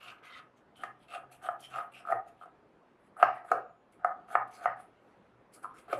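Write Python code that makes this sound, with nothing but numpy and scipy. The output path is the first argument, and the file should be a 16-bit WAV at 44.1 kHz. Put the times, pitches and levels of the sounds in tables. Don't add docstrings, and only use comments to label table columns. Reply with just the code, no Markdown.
import sys
import numpy as np
from scipy import signal
from scipy.fft import rfft, irfft, next_fast_len
from scipy.io import wavfile
from scipy.ndimage import uniform_filter1d, map_coordinates

SR = 44100
rng = np.random.default_rng(int(sys.argv[2]) if len(sys.argv) > 2 else 0)


def unload_audio(sound):
    columns = np.transpose(np.atleast_2d(sound))
    steps = np.round(np.clip(columns, -1, 1) * 32767)
    wavfile.write(sys.argv[1], SR, steps.astype(np.int16))


def gain_from_db(level_db):
    decades = np.asarray(level_db, float) / 20
    return 10 ** decades


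N = 264159

# start in seconds, peak in dB, upper resonance in dB, steel clink in dB.
KNOCKS = [(0.25, -68, 14, -15), (0.372, -66, 14, -20), (0.399, -65, 17, -20), (0.836, -35, 2.5, -1),
          (1.139, -42, 1.5, -31), (1.121, -46, -4, -27), (1.159, -35.5, -10, -22), (1.166, -41.5, -5, -22),
          (1.178, -45, 5, -21), (1.316, -53, -7, -15.5), (1.426, -53, -17, -16), (1.449, -44, -2, -31),
          (1.457, -39, -10, -22), (1.474, -47.5, -7, -28), (1.488, -23.5, -3.5, -19.5),
          (1.494, -36, -3.5, -18), (1.741, -45, 5, -35), (1.727, -58, 10, -32), (1.751, -45.5, 14, -30),
          (1.759, -39, 2.5, -36), (1.768, -37, -0.5, -32), (1.786, -33, 3, -8.5), (1.803, -46.5, 13.5, -14),
          (1.81, -42, 8, -13), (1.827, -49, -5, -14), (1.858, -75, -6, -13), (2.052, -57.5, 16.5, -21),
          (2.074, -49, 12.5, -27), (2.087, -44, 12, -26), (2.102, -30, -5, -32), (2.115, -26.5, -18, -30),
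          (2.1305, -33, 1, -13), (2.124, -21, -6, -16.5), (2.413, -50.5, 3, -33), (2.423, -57, 13, -33),
          (2.436, -58.5, 13.5, -23), (2.458, -48, -5.5, -30), (3.168, -50, 4.5, -26.5),
          (3.2, -37, 0.5, -20), (3.2283, -10.5, -1, -8), (3.448, -44.5, -6.5, -10.5),
          (3.517, -16.5, -2.5, -14.5), (4.0475, -20, 1, -15), (4.286, -55.5, 4, -15), (4.305, -55, 3, -14),
          (4.354, -18, -1, -7.5), (4.658, -18.5, -3.5, -14.5), (4.801, -57.5, 6, -10),
          (5.645, -48, 11.5, -27.5), (5.654, -47, 7.5, -42), (5.745, -63, 8, -8), (5.882, -48.5, -18, -23),
          (5.929, -27, 0, -9), (5.969, -57, -11, -12)]
# start in seconds, then rim clang, room boom, blade tick and
# worktop thud, all in dB.
LANDINGS = [
    (0.837, -47, -69, -54.5, -47),
    (1.488, -54, -69, -68, -72),
    (2.124, -61, -63.5, -62.5, -37.5),
    (3.2271, -27, -56, -46.5, -35.5),
    (3.5159, -39.5, -63, -46, -47.5),
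    (4.046, -65, -69, -55, -49),
    (4.352, -48, -62, -59, -45.5),
    (4.656, -40.5, -57.5, -78, -72),
    (5.6409, -64, -81, -75, -48.5),
    (5.9296, -40.5, -54.5, -48, -34.5),
]
# time in seconds, share from 0 to 1.
CUSHION = [(0, 0.97), (2.6, 0.97), (3.1, 0.7), (3.4, 0.7), (3.49, 0.8), (4.05, 0.75), (4.35, 0.28),
           (4.66, 0.54), (5.9, 1)]
# centre in Hz, width in Hz, level in dB.
HOLLOW = [(555.7, 50, -12), (698.5, 43, -0.5), (734, 83, 2), (1040, 87, -13)]
# centre in Hz, width in Hz, level in dB.
UPPER = [(1094, 70, -15.5), (1248, 110, 0.5), (1335, 170, -4.5), (1460, 80, -9.5)]
# centre in Hz, width in Hz, level in dB.
STEEL = [(1630, 120, 2), (1760, 130, 2.5), (1830, 70, -2.5), (2030, 110, -9)]
# centre in Hz, width in Hz, level in dB.
WORKTOP = [(300, 49, 1.2), (370, 180, 9.5), (500, 170, 9.7)]
# frequency in Hz, level in dB per Hz.
EDGE = [(5500, -42), (7000, -8), (8000, 4), (9000, 2.5), (10300, 8), (11200, 0.5), (12200, -1.5),
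        (13500, -17), (15500, -33.5), (16000, -63)]
# frequency in Hz, level in dB per Hz.
FLANK = [(3000, -48.5), (4200, 0), (5000, -4.5), (6000, -5.5), (7000, -6), (8500, -23)]


def knocks():
    s, db, upper_db, steel_db = np.transpose(KNOCKS)
    land, _, _, land_tick_db, land_thud_db = np.transpose(LANDINGS)
    start = s - .0017
    both = np.r_[s, land]

    soft = np.clip(curves(CUSHION)[0], 0, 1)
    low = blows(start, db + 38, chatter=.03, t60=.012)
    low = soft * filtered(low, body([(715, 180, 1.5)], 110, 6700)) + (1 - soft) * low
    high = blows(start, db + upper_db + 38, chatter=.03, t60=.012)
    cushioned = filtered(high, body([(1294, 140, 3.53)], 100, 5000))
    bare = filtered(high, body([(1350, 1200, 0.92)], 100, 5000))
    high = soft * cushioned + (1 - soft) * bare
    tin = -filtered(low, body(HOLLOW, 450, 1050)) - filtered(high, body(UPPER, 800, 1600))

    clink = blows(start, db + steel_db + 24, chatter=0.33, t60=0.031)
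    tin += filtered(clink, body(STEEL, 1200, 2300))

    thud_db = np.r_[-56 + 0.16 * db, land_thud_db]
    thud = blows(both, thud_db + 22.5, chatter=0.11, t60=0.087)
    tin += filtered(thud, body(WORKTOP, 310, 510))
    tick_db = np.r_[-65.5 + 0.22 * db, land_tick_db]
    tick = bursts(np.transpose([both, tick_db, 0.013 + 0 * both]))
    return tin + shaped(tick, EDGE) + gain_from_db(11.0) * shaped(tick, FLANK)


# centre in Hz, width in Hz, level in dB.
RIM = [(2166, 200, 1.5), (2220, 210, 4), (2605, 93, -9), (2700, 120, -8), (3070, 58, -9)]


def landings():
    s, rim_db, boom_db, tick_db, _ = np.transpose(LANDINGS)

    def rim_response(f):
        steep = 1 / (1 - (f / 3050) ** 2 + .5j * f / 3050) ** 4
        return steep * (.15 + .85 / (1 + (f / 3130) ** 30)) * body(RIM, 1900, 3600)(f)

    def room_mode(f):
        return body([(122, 12, 0)], 60, 300)(f) ** 2

    rattle = bursts(np.transpose([s, rim_db - 29.0, 0.35 + 0 * s]))
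    clang = blows(s + .0006, rim_db - 0.5, chatter=0.39, t60=0.01)
    rim = filtered(clang + rattle, rim_response)
    sizzle = bursts(np.transpose([s, rim_db - 28, 0.37 + 0 * s]))
    rim += shaped(sizzle, [(2900, -28.0), (3500, 2.5), (5200, 3.5), (7500, -24.0)])
    slap = bursts(np.transpose([s, tick_db - 7.0, 0.22 + 0 * s]))
    rim += shaped(slap, FLANK)
    rim += gain_from_db(7.5) * filtered(rattle, body([(1520, 200, 6), (1750, 200, 4)], 1100, 2300))
    boom = blows(s + 0.0044, boom_db + 61.0, chatter=.01, t60=.01)
    return rim + filtered(boom, room_mode)


# start in seconds, length in seconds, level at the end in dB,
# upper resonance in dB, swell in dB.
DRAG = [(0.01, 0.12, -61.5, 11, 8), (0.145, 0.074, -73, 9.5, 6), (0.221, 0.18, -66, 14, 4.5),
        (0.732, 0.092, -51, 2, 40), (1.06, 0.096, -43.5, 1.5, 35), (1.327, 0.019, -59, -7, 2),
        (1.389, 0.08, -45.5, 4.5, 33), (1.608, 0.15, -64, -1, 14), (1.7, 0.055, -47.5, 8, 26),
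        (1.759, 0.032, -41.5, -3, -0.5), (1.952, 0.066, -61, 5, 4), (2.019, 0.091, -35.5, -1, 36.5),
        (2.42, 0.018, -68.5, 13.5, 20), (2.477, 0.011, -63, -18, -5), (3.163, 0.056, -36.5, 0, 22),
        (3.475, 0.055, -54.5, 7.5, 8.5), (3.989, 0.1, -46, -0.5, 17.5), (4.273, 0.072, -40.5, 0.5, 26),
        (4.555, 0.13, -40.5, 2.5, 26), (5.537, 0.044, -64, 6, 8), (5.631, 0.0089, -50, 3.5, 6),
        (5.763, 0.021, -81.5, 18, -7), (5.865, 0.051, -47.5, 6.5, 27)]


def drag():
    s, length, db, upper_db, swell_db = np.transpose(DRAG)
    off_db_per_s = 695.5
    low = strokes(s, length, db - 0.5, swell_db, off_db_per_s)
    high = strokes(s, length, db + upper_db - 3.0, swell_db, off_db_per_s)
    force = grit(rate=1700, spread_db=0.0) * gain_from_db(1.6 * wobble(48))
    hollow = unit(filtered(force, body(HOLLOW, 540, 1500)))
    upper = unit(filtered(force, body(UPPER, 470, 2100)))
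    return low * hollow + high * upper


# start in seconds, length in seconds, edge hiss in dB,
# flank hiss in dB over the edge, wall rasp in dB.
SAWING = [(0.005, 0.096, -71.5, 13.5, -53), (0.176, 0.012, -100, 6, -65.5), (0.232, 0.04, -73.5, 9, -58),
          (0.287, 0.1, -77, 9, -57.5), (0.565, .012, -86.5, 11.5, -76.5), (0.757, 0.085, -70.5, -6, -61),
          (1.004, 0.033, -77, -2, -66.5), (1.085, 0.071, -65, 4.5, -51), (1.315, 0.011, -60.5, -1.5, -57.5),
          (1.42, 0.043, -60.5, -4.5, -58), (1.596, 0.061, -63, 0, -59), (1.701, 0.09, -61, -0.5, -53.5),
          (1.922, 0.068, -65.5, -12, -61), (2.064, 0.054, -62, -4, -61), (2.263, 0.023, -77.5, 7, -74.5),
          (2.37, 0.057, -78.5, -15, -73)]
# start in seconds, length in seconds,
# edge hiss in dB, flank hiss in dB over the edge, wall rasp in dB.
PLUNGES = [(2.99, 0.084, -83.5, -17, -81.5), (3.171, 0.034, -58.5, -23, -77),
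           (3.335, 0.023, -74, -8.5, -81), (3.452, 0.071, -65.5, -1, -65), (3.916, 0.019, -76, -12, -75),
           (4.282, 0.052, -62, -1, -60.5), (4.468, 0.0095, -93, -15, -72),
           (4.509, 0.049, -65.5, 5.5, -62.5), (4.586, 0.053, -65.5, 6, -63), (4.774, 0.036, -67.5, -4, -66),
           (4.977, 0.15, -90, 7, -83), (5.526, 0.022, -58.5, -2.5, -65.5), (5.623, 0.01, -66, -2, -70),
           (5.744, 0.046, -64.5, 2.5, -65), (5.883, 0.054, -60.5, -11, -53), (5.923, 0.079, -70, -14, -69)]
# start in seconds, peak in dB, t60 in seconds.
CATCHES = [(0.245, -78, 0.26), (0.5844, -77, 0.13), (0.765, -57.5, 0.35), (0.9921, -70, 0.11),
           (1.604, -47, 0.23), (1.9365, -59, 0.19), (2.2795, -84, 0.12), (3.9234, -58.5, 0.077),
           (4.4756, -60, 0.11), (4.511, -57, 0.08), (4.766, -68, 0.11), (5.5362, -48, 0.21),
           (5.632, -62, 0.1), (5.745, -67, 0.1)]
# time in seconds, frequency in Hz.
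CONTACT = [(0, 2670), (0.26, 2250), (0.33, 3500), (0.42, 3300), (0.78, 3170), (1.03, 3090), (1.13, 2670),
           (1.33, 2520), (1.45, 3090), (1.66, 3090), (1.78, 2480), (1.96, 2600), (2.1, 2380), (2.42, 3030),
           (3, 2184), (5.99, 2170)]
# centre in Hz, width in Hz, level in dB.
WALL = [(2243, 290, -3), (2490, 85, -4), (2690, 200, -2), (3090, 260, -4.5), (3540, 220, -12.5),
        (4070, 87, -18)]


def slide():
    s, length, hiss_db, flank_db, rasp_db = np.transpose(SAWING + PLUNGES)
    swell_db = np.repeat([10, 14], [len(SAWING), len(PLUNGES)])

    def press(db, more=1):
        return strokes(s, length, db, more * swell_db, off_db_per_s=446.5)

    force = grit(rate=9000, spread_db=0.0) * gain_from_db(1.8 * wobble(60))
    force = patchy(force, depth_db=4, bins=8, frames=10)
    hiss = press(hiss_db - 1.5) * unit(shaped(force, EDGE))
    hiss += press(hiss_db + flank_db - 7.5) * unit(shaped(force, FLANK))

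    bites = bursts(CATCHES)
    bite = gain_from_db(-12.0) * shaped(bites, EDGE) + gain_from_db(-9.5) * shaped(bites, FLANK)

    centre_hz = curves(CONTACT)[0]
    rub = grit(rate=3500, spread_db=-5.0) * gain_from_db(1.8 * wobble(50))
    rub = filtered(rub, body([(2800, 20000, 0)], 990, 4900))
    rasp = np.zeros(N)
    for hz, width, db in WALL:
        octaves_off = abs(np.log2(hz / centre_hz))
        lean = gain_from_db(-10 * np.minimum(octaves_off / .14, 1.3))
        rasp += lean * gain_from_db(db) * note(rub, hz, width, order=1)
    rasp = rasp / np.sqrt(np.abs(uniform_filter1d(rasp ** 2, size=6000)) + 1e-20)
    return hiss + bite + press(rasp_db - .3, more=0.94) * rasp


# start in seconds, length in seconds,
# level in dB, pitch in Hz, width in Hz.
SINGING = [(0.016, 0.09, -57, 2800, 420), (0.023, .07, -76, 4030, 700), (0.243, 0.058, -59, 2030, 200),
           (0.308, 0.015, -65, 4230, 250), (0.309, 0.028, -59, 3220, 200), (0.302, 0.036, -58.5, 3630, 600),
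           (0.32, 0.036, -55, 1990, 252), (0.762, 0.042, -66, 3050, 250), (1.447, 0.033, -67, 3070, 250),
           (1.61, 0.052, -67.5, 5500, 700), (1.628, 0.049, -56.5, 3100, 220),
           (1.63, 0.039, -65.5, 2430, 200), (1.71, .08, -65, 2500, 300), (1.938, 0.041, -54, 2580, 550),
           (1.948, 0.057, -73, 5200, 700), (3.198, 0.049, -56.5, 2690, 903),
           (4.308, 0.043, -66.5, 3400, 499), (4.54, 0.026, -66, 4460, 900),
           (4.545, 0.018, -66.5, 2130, 200), (4.663, .012, -39.5, 1870, 150), (4.68, 0.028, -50, 1600, 250),
           (3.3, 0.081, -55.5, 1803, 507), (5.742, 0.027, -59, 1350, 250)]


def singing():
    force = grit(rate=4000, spread_db=1.0) * gain_from_db(1.4 * wobble(60))
    out = np.zeros(N)
    for s, length, db, hz, width in SINGING:
        gain = strokes(s, length, db, swell_db=4.5, off_db_per_s=498)
        out += gain * unit(note(force, hz, width, order=2))
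    return out


# start in seconds,
# length in seconds, level in dB, pitch in Hz.
ROCKING = [
    (3.216, 0.079, -61, 500),
    (3.515, 0.026, -41.5, 474),
    (3.55, 0.037, -47, 519.5),
    (2.132, 0.034, -50, 498),
    (5.642, 0.01, -51, 1020),
    (5.895, .03, -55.5, 460),
    (5.93, 0.011, -38, 546),
]


def rocking():
    force = grit(rate=5000, spread_db=2.5)
    out = np.zeros(N)
    for s, length, db, hz in ROCKING:
        gain = strokes(s, length, db, swell_db=-4.0, off_db_per_s=401.5)
        out += gain * unit(note(force, hz, width=170, order=2))
    return out


# start in seconds, end in seconds, pitch in Hz, level in dB.
SQUEAK = (3.62, 3.86, 6900, -92)


def squeak():
    start, end, hz, db = SQUEAK
    t = np.arange(N) / SR
    gate = np.clip(np.minimum(t - start, end - t) / 0.028, 0, 1)
    phase = 2 * np.pi * np.cumsum(hz + 15 * wobble(40)) / SR
    return gain_from_db(db + 3.7 * wobble(29.6)) * gate * np.sin(phase)


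# delay in ms, level in dB.
HOLLOW_ECHOES = [(16.73, -9.4), (26.49, -15.6), (38.07, -16.4), (45.17, -19.5), (54.26, -22.1),
                 (58.03, -14.2), (66.01, -22.2), (72.9, -17.6), (79.37, -29.4), (86.83, -21.9),
                 (93.13, -29.0), (97.03, -33.2), (100.98, -23.8), (103.4, -32.2), (105.83, -28.4),
                 (109.46, -30.4), (114.47, -24.5), (126.67, -31.0), (134.78, -34.9), (141.75, -26.9),
                 (148.44, -35.2), (153.27, -43.7), (157.91, -35.6), (164.78, -36.5)]
# delay in ms, level in dB.
UPPER_ECHOES = [(8.05, -8.7), (17.32, -17.5), (22.11, -17.6), (25.56, -18.5), (30.23, -15.8),
                (37.76, -18.2), (42.83, -24.8), (45.31, -20.1), (51.09, -24.8), (54.31, -21.1),
                (56.78, -26.8), (60.05, -21.6), (65.58, -17.6), (71.95, -19.9), (76.01, -27.3),
                (87.3, -31.7), (92.7, -32.5), (99.68, -30.6), (110.68, -29.2), (114.04, -32.4),
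                (118.87, -35.6), (127.07, -36.4), (136.08, -32.6), (138.75, -37.1), (143.04, -35.3),
                (146.42, -35.0), (149.02, -40.6), (154.49, -39.9), (157.48, -39.5), (160.93, -42.5)]
# frequency in Hz, level in dB.
HOLLOW_BAND = [(400, -60), (540, 0), (900, 0), (1000, -60)]
# frequency in Hz, level in dB.
UPPER_BAND = [(920, -60), (1020, 0), (1480, 0), (1650, -60)]


def walls(x):
    hollow = gain_from_db(-0.93) * echoes(x, HOLLOW_BAND, HOLLOW_ECHOES)
    return hollow + gain_from_db(-2.2) * echoes(x, UPPER_BAND, UPPER_ECHOES)


# frequency in Hz, t60 in seconds.
KITCHEN = [(100, 0.25), (700, 0.39), (1300, .37), (2000, 0.35), (3000, 0.24), (4200, 0.03), (12000, 0.26)]
# frequency in Hz,
# level in dB.
SIDEWAYS = [(400, 0), (720, 0), (950, 10), (1250, -3.5), (1600, 3.5), (2000, -2), (2600, -3), (3300, -1.5)]
# frequency in Hz,
# level until then in dB.
UNFORMED = [(480, -1.5), (600, -12.5), (850, -9), (960, 0.5), (1100, -5), (1400, -8), (1600, -1)]


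def kitchen(x):
    wet, step = np.zeros(N + 2 * SR), round(0.3 * SR)
    for start in range(0, N, step):
        hz, t, z = signal.stft(rng.standard_normal(SR // 2), SR, nperseg=256)
        z = z / np.sqrt(abs(z) + 1e-9)
        colour_db = along(SIDEWAYS, hz)[:, None]
        decay_db = 60 * t / along(KITCHEN, hz)[:, None]
        tail = signal.istft(z * gain_from_db(colour_db - decay_db), SR, nperseg=256)[1]
        age = np.arange(len(tail)) / SR
        tail = tail * (1 - np.exp(-age / 0.00085))
        tail = tail * gain_from_db(60 * np.minimum(age, .07))
        tail = tail * gain_from_db(-7 * np.clip((age - .07) / 0.018, 0, 1))
        late = gain_from_db(along(UNFORMED, hz)[:, None] * (t < .165))
        z = signal.stft(tail / np.linalg.norm(tail), nperseg=256)[2][:, :len(t)]
        tail = signal.istft(z * late, nperseg=256)[1]
        answer = signal.fftconvolve(x[start:start + step], tail)
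        wet[start + 250:][:len(answer)] += answer
    return wet[:N]


# frequency in Hz, level in dB per Hz.
RUMBLE = [(15, -23), (25, -13), (50, -2.5), (100, -2), (200, 4.5), (400, 5), (800, 0.5), (1300, -3),
          (2000, -10.5), (3200, -18.5), (5000, -29), (8000, -35), (11500, -37), (13000, -56)]
# time in seconds, level in dB.
RUMBLE_DB = [(0.0, -67.5), (3.62, -67.5), (3.74, -70.5), (4.04, -67), (4.22, -66.5), (4.74, -67),
             (5.15, -65.5), (5.55, -67.5), (5.99, -63)]
# time in seconds, level in dB, pitch in Hz.
HUM = [(0, -77.5, 122), (1, -78.5, 125), (1.5, -69.5, 132), (2.2, -71.5, 120), (2.7, -81.5, 122),
       (3.1, -83.5, 121), (5.99, -82, 121)]


def rumble():
    air = patchy(rng.standard_normal(N), depth_db=1.8, bins=4, frames=10)
    air = gain_from_db(curves(RUMBLE_DB)[0] + 3.0) * unit(shaped(air, RUMBLE))
    hum_db, hum_hz = curves(HUM)
    drone = np.sin(2 * np.pi * np.cumsum(hum_hz + 4 * wobble(9)) / SR)
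    return air + gain_from_db(hum_db + 4.4 * wobble(12)) * drone


def blows(s, db, chatter, t60):
    t, force = np.arange(400), np.zeros(N + 400)
    shape = chatter * rng.standard_normal((len(s), 400)) * gain_from_db(-60 * t / SR / t60)
    shape = shape + (t == 0)
    np.add.at(force, np.round(s * SR).astype(int)[:, None] + t, gain_from_db(db)[:, None] * shape)
    return force[:N]


def strokes(s, length, db, swell_db, off_db_per_s):
    out, span = np.zeros(N + SR), np.arange(-SR // 20, SR // 2) / SR
    bite_db = np.minimum(2504.5 * span, 0)
    for at, long, top_db, swell in np.broadcast(s, np.maximum(length, .003), db, swell_db):
        to_go = 1 - np.clip(span / long, 0, 1)
        swell_now_db = swell * to_go ** 1.2
        off_db = off_db_per_s * np.maximum(span - long, 0)
        out[round(at * SR):][:len(span)] += gain_from_db(top_db + bite_db - swell_now_db - off_db)
    return out[SR // 20:][:N]


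def grit(rate, spread_db):
    slips = rng.random(N) < rate / SR
    return unit(slips * rng.standard_normal(N) * gain_from_db(spread_db * rng.exponential(size=N)))


def bursts(rows):
    out, t = np.zeros(N + SR), np.arange(SR // 5) / SR
    for s, db, t60 in rows:
        out[round(s * SR):][:len(t)] += gain_from_db(db - 60 * t / max(t60, .004)) * rng.standard_normal(len(t))
    return out[:N]


def body(modes, small_hz, soft_hz):
    def bend(u):
        return 1 - u * u + 1.2j * u

    def response(f):
        ring = sum(gain_from_db(db) * 1j * f * w / (c * c - f * f + 1j * f * w) for c, w, db in modes)
        radiated = np.square(np.square(f / small_hz) / bend(f / small_hz))
        contact = bend(f / soft_hz)
        return ring * radiated / (contact * contact * contact)

    return response


def note(x, hz, width, order):
    for _ in range(order):
        x = signal.lfilter(*signal.iirpeak(hz, hz / max(width, 30), fs=SR), x)
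    return x


def echoes(x, band, paths):
    ms, db = np.transpose(paths)
    taps = np.zeros(SR // 5)
    taps[np.round(ms * SR / 1000).astype(int)] = gain_from_db(db)
    return signal.fftconvolve(shaped(x, band), taps)[:N]


def filtered(x, response):
    m = next_fast_len(N + SR // 2)
    return irfft(rfft(x, m) * response(np.fft.rfftfreq(m, 1 / SR)), m)[:N]


def shaped(x, spectrum):
    return filtered(x, lambda hz: gain_from_db(along(spectrum, hz)))


def patchy(x, depth_db, bins, frames):
    z = signal.stft(x, nperseg=512)[2]
    field = uniform_filter1d(rng.standard_normal(z.shape), size=bins, axis=0)
    field = uniform_filter1d(field, size=frames, axis=1)
    return signal.istft(z * gain_from_db(depth_db * unit(field)), nperseg=512)[1][:N]


def wobble(rate):
    knots = rng.standard_normal(int(N * rate / SR) + 4)
    return map_coordinates(knots, [np.arange(N) * rate / SR])


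def curves(rows):
    s, *cols = np.transpose(rows)
    return [np.interp(np.arange(N) / SR, s, c) for c in cols]


def along(points, hz):
    f, v = np.transpose(points)
    return np.interp(np.log(hz + 1), np.log(f + 1), v)


def unit(x):
    return x / np.sqrt(np.mean(x ** 2) + 1e-20)


def scene():
    tin = knocks() + landings() + drag() + slide() + singing() + rocking()
    room = walls(tin) + gain_from_db(-6.5) * kitchen(tin)
    return (tin + room + squeak() + rumble())[None]


def roll_off(x):
    return signal.sosfilt(signal.butter(12, 15700, fs=SR, output="sos"), x)


def record(dry):
    faint_hz, faint_db = 11800, -125
    hz, _, z = signal.stft(dry, SR, nperseg=2048)
    hz = hz[:, None]
    heard = uniform_filter1d(abs(z) ** 2, size=24, axis=1) > gain_from_db(2 * faint_db)
    z = z * ((heard | (hz < faint_hz)) & (hz < 15700))
    mix = signal.istft(z, SR, nperseg=2048)[1][:, :N]
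    return roll_off(mix)


dry = scene()
out = record(dry)
unload_audio(out)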